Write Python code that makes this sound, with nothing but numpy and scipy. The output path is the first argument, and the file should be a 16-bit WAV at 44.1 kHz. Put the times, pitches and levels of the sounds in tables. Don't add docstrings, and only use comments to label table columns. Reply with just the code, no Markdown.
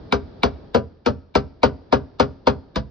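import sys
import numpy as np
from scipy import signal
from scipy.io import wavfile

SR = 44100
rng = np.random.default_rng(int(sys.argv[2]) if len(sys.argv) > 2 else 0)


def undo_db(level):
    steps = np.asarray(level, float) / 20
    return 10 ** steps


def pcm_store(signal):
    levels = np.round(np.clip(np.atleast_2d(signal), -1, 1) * 32767)
    wavfile.write(sys.argv[1], SR, levels.astype(np.int16).T)


N = 127890

SPOT = [0, 0, 1, 2, 3, 4, 4, 4, 4, 5]
# f/Hz, phase/rad
LEAD = [(60, 1.53), (430, -0.69), (690, -1.85), (1100, -1.64), (1810, 0.97), (2500, 1.33), (3700, 1.26),
        (5500, -0.83)]


def hammer():
    # t/s, level/dB, brightness/(dB per octave), crack level/dB, crack brightness/(dB per octave)
    blow_table = [
        (0.1228, -8.5, 1.94, 6, -0.9),
        (0.4321, -7.5, 1.6, 6.5, -0.56),
        (.7440, -9, 1.5, -13, 1.5),
        (1.0595, -12, 3.23, -6, 0.5),
        (1.3508, -8, 2.5, -5, -0.5),
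        (1.6300, -5, 1.5, 3, -5.5),
        (1.9231, -5.5, 1, 1, -8.5),
        (2.1961, -6, 2, -1, -10),
        (2.4680, -6, 1.5, -1, -17),
        (2.7566, -15.5, 3.5, -5, 0.9),
    ]
    # t/s after the first, level/dB against it
    second_touch = [
        (0.015, -13),
        (0.016, -14.5),
        (.009, 1.5),
        (0.00859, 2.5),
        (0.00605, -9),
        (0.00694, -14.5),
        (0.00709, -11.5),
        (0.00705, -10.5),
        (0.00727, -15.5),
        (0.00606, -1.5),
    ]
    start, level_db, tilt, crack_db, crack_tilt = np.transpose(blow_table)
    length = SR // 2
    short = length // 3
    rings = shell(length)
    rings[..., :short] += panel(tilt, short) + first_arrival(crack_db, crack_tilt, short)

    out = np.zeros((2, N + 2 * length))
    t = np.arange(900) / SR
    soft_s = 0.0007
    for k, (after, second_db) in enumerate(second_touch):
        soft = np.exp(-0.5 * ((t - after) / (soft_s / 4)) ** 2)
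        contact = undo_db(second_db) * soft / soft.sum() + (t == 0)
        hit = undo_db(level_db[k] + 9.5) * signal.fftconvolve(rings[k], contact[None], axes=1)
        i = int(start[k] * SR)
        out[:, i:i + hit.shape[1]] += hit
    return out[:, :N]


def shell(length):
    # f/Hz, level/dB, T60/s, left-right level/dB
    strong_modes = [(64, -16.5, 0.31, 2.7), (72.9, -11.5, 0.19, -4.5), (83.35, -20, 0.33, -4.8),
                    (117.4, -22.5, 0.22, 3.5), (139.8, -23, 0.19, 1.5), (212.1, -18.5, 0.16, 7.5),
                    (249, -11, 0.08, 11.5), (269.4, -33, 0.33, 15), (406.3, -19, 0.17, 6),
                    (490, -14, 0.063, 10.5), (609, -18.5, 0.074, 2), (768.6, -20.5, 0.098, 2.5),
                    (908.2, -14, 0.053, 5), (1375, -31, 0.09, -1.8)]
    # under 100 Hz, to 230 Hz, to 450 Hz, to 550 Hz, above
    spot_feed = [(-3, -4.5, 0.5, -2, -7), (-5.5, -3.5, -0.5, 6.5, -6), (-1, -1.2, 2.5, 3, 0),
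                 (1, 1.1, 3.5, 2, 6), (-3.5, 0.45, -0.83, 4.7, 5.14), (10, 5.5, 3.5, -27.5, -10)]
    feed_edges = [100, 230, 450, 550]
    hz, db, t60, lean_db = np.transpose(strong_modes)
    gains = undo_db(db + np.array(spot_feed)[SPOT][:, np.searchsorted(feed_edges, hz)])
    bend = np.where(hz > 300, 1.17, 1)[:, None]
    rise_cycles = 1.52

    def fall_db(t):
        return -60 * (t / t60[:, None]) ** bend + onset_db(t * hz[:, None] / rise_cycles)

    return modes(hz, fall_db, gains, lean_db, at_hz(LEAD, hz), length)


def panel(tilt, length):
    # f/Hz, level/dB
    ring_colour = [(310, -7.5), (520, 0), (900, -6), (1500, -11.5), (2000, -22.5), (4800, -23), (6300, -38),
                   (8000, -51)]
    # f/Hz, T60/s
    ring_t60 = [(150, 0.13), (500, 0.13), (1500, .11), (4000, 0.096), (6000, 0.094), (7200, 0.039),
                (12000, 0.021)]
    # f/Hz, left-right level/dB
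    balance = [(60, -2), (150, 17.5), (370, -2.5), (930, -0.1), (2320, 4.5), (5780, -1.5)]
    count, rise_s = 640, 0.0011
    bend = 1.177
    hz = np.r_[np.linspace(120, 7000, 500), np.linspace(7000, 15000, 140)]
    hz = hz + rng.uniform(-6, 6, count)
    spacing_db = np.where(hz < 7000, 0, 6) - 27 * np.maximum(np.log2(hz / 8000), 0)
    colour_db = at_hz(ring_colour, hz) + np.outer(tilt, np.log2(hz / 1000))

    fresh = hz / (hz + 2500)
    same = rng.standard_normal((6, count))[SPOT]
    new = rng.standard_normal((len(SPOT), count))
    shape = np.sqrt(1 - fresh) * same + np.sqrt(fresh) * new
    gains = shape * undo_db(-26 + spacing_db + colour_db)

    scatter = 0.7 * np.minimum(hz / 400, 1) * rng.standard_normal(count)
    t60 = at_hz(ring_t60, hz)[:, None]

    def fall_db(t):
        return -60 * (t / t60) ** bend + onset_db(t / rise_s)

    return modes(hz, fall_db, gains, at_hz(balance, hz), at_hz(LEAD, hz) + scatter, length)


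def first_arrival(crack_db, crack_tilt, length):
    # f/Hz, level/dB
    crack_colour = [(300, -37.5), (839, -0.8), (1840, -17.5), (2400, 1), (3200, -14), (4100, -0.5),
                    (6000, -47.5), (9000, -36)]
    # f/Hz, left-right level/dB
    balance = [(60, -2), (150, 17.5), (370, -2.5), (930, -0.1), (2320, 4.5), (5780, -1.5)]
    hz = np.geomspace(300, 15000, 24)
    decay_cycles, rise_cycles = 18.2, 4.5
    colour_db = at_hz(crack_colour, hz) - 27 * np.maximum(np.log2(hz / 9000), 0) + 10 * np.log10(hz)
    tilt_db = np.outer(crack_tilt, np.log2(np.minimum(hz, 6000) / 800))
    gains = undo_db(-33 + colour_db + crack_db[:, None] + tilt_db) * (-1) ** np.arange(24)

    def fall_db(t):
        return -60 * t * hz[:, None] / decay_cycles + onset_db(t * hz[:, None] / rise_cycles)

    return modes(hz, fall_db, gains, at_hz(balance, hz), at_hz(LEAD, hz), length)


def modes(hz, fall_db, gains, lean_db, lead, length):
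    late_s, late_power = 0.0036, 0.562
    boom_late_s = 0.009
    delay = late_s * ((1400 / (hz + 400)) ** late_power - 0.3) + boom_late_s * (hz < 100)
    t = np.maximum(np.arange(length) / SR - delay[:, None], 0)
    wave = (t > 0) * undo_db(fall_db(t)) * np.exp(2j * np.pi * hz[:, None] * t)
    halves = [0.5, -0.5]
    phase = np.outer(halves, np.where(hz < 6500, lead, 1))
    ears = undo_db(np.outer(halves, lean_db)) * np.exp(1j * phase)
    return ((gains[:, None, :] * ears) @ wave).imag


def onset_db(x):
    return 20 * np.log10(1 - np.exp(-x) + 1e-6)


def at_hz(points, hz):
    p = np.array(points, float)
    return np.interp(np.log(hz), np.log(np.maximum(p[:, 0], 20)), p[:, 1])


def filtered(x, order, hz, kind):
    return signal.sosfilt(signal.butter(order, hz, kind, fs=SR, output="sos"), x)


def garage(x):
    # f/Hz, T60/s
    room_t60 = [(100, 0.45), (400, 0.31), (1500, 0.46), (5000, 0.52)]
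    # f/Hz, level/dB
    room_colour = [(60, -36), (250, -26.5), (1000, -38), (2500, -42), (4500, -45), (7000, -36)]
    t = np.arange(SR // 2) / SR
    rise_s = 0.0067
    tail = 0
    for hz, band in bands(len(t), 0.65):
        tail = tail + band * undo_db(at_hz(room_colour, hz) - 60 * t / at_hz(room_t60, hz))
    tail = tail * (1 - np.exp(-t / rise_s)) * undo_db(-17)
    return signal.fftconvolve(x.mean(0)[None], tail, axes=1)[:, :N]


def air():
    # f/Hz, level/dB
    air_colour = [(18, -30), (30, 5.5), (428, -2), (1070, -18.5), (1460, -20), (1910, -37.5), (3190, -29),
                  (4560, -28.5), (6230, -53.5), (8100, -77), (13700, -120)]
    # t/s, level/dB
    air_level = [(0.0, -55.5), (0.66, -58), (0.86, -65), (1.12, -70.5), (1.79, -63), (1.82, -62.5),
                 (2.9, -65)]
    noise = sum(band * undo_db(at_hz(air_colour, hz)) for hz, band in bands(N, 0.23))
    s, db = np.transpose(air_level)
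    return noise / noise.std() * undo_db(14.5 + np.interp(np.arange(N) / SR, s, db))


def bands(length, likeness):
    edges = 28 * 2 ** np.arange(0, 8.1, 0.5)
    white = rng.standard_normal((2, 2, length + 4000))
    alike = np.clip(likeness, 0, 1)
    for k, (low, high) in enumerate(zip(edges, edges[1:])):
        mid, side = filtered(white[k % 2], 2, [low, high], "band")[:, 4000:]
        hz = np.sqrt(low * high)
        c = 1 - (1 - alike) * hz ** 4 / (hz ** 4 + 220.0 ** 4)
        yield hz, np.sqrt(1 + c) * mid + np.sqrt(1 - c) * side * [[1], [-1]]


def scene():
    blows = hammer()
    faint = filtered(garage(blows) + air(), 10, 5830, "low")
    left, right = filtered(blows + faint, 2, [39, 14100], "band")
    side = filtered(left - right, 2, 105, "high")
    return 0.5 * (left + right + side * [[1], [-1]])


def roll_off(x):
    return signal.sosfilt(signal.butter(12, 16300, fs=SR, output="sos"), x)


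def record(dry):
    x = np.tanh(dry)
    span = int(0.013 * SR)
    spread = rng.standard_normal(span) * np.linspace(0.35, 1, span) * undo_db(-20) / np.sqrt(span)
    bright = filtered(x, 2, [450, 5500], "band")
    x = x + signal.fftconvolve(bright, spread[None], axes=1)[:, -N:]
    return roll_off(x)


dry = scene()
out = record(dry)
pcm_store(out)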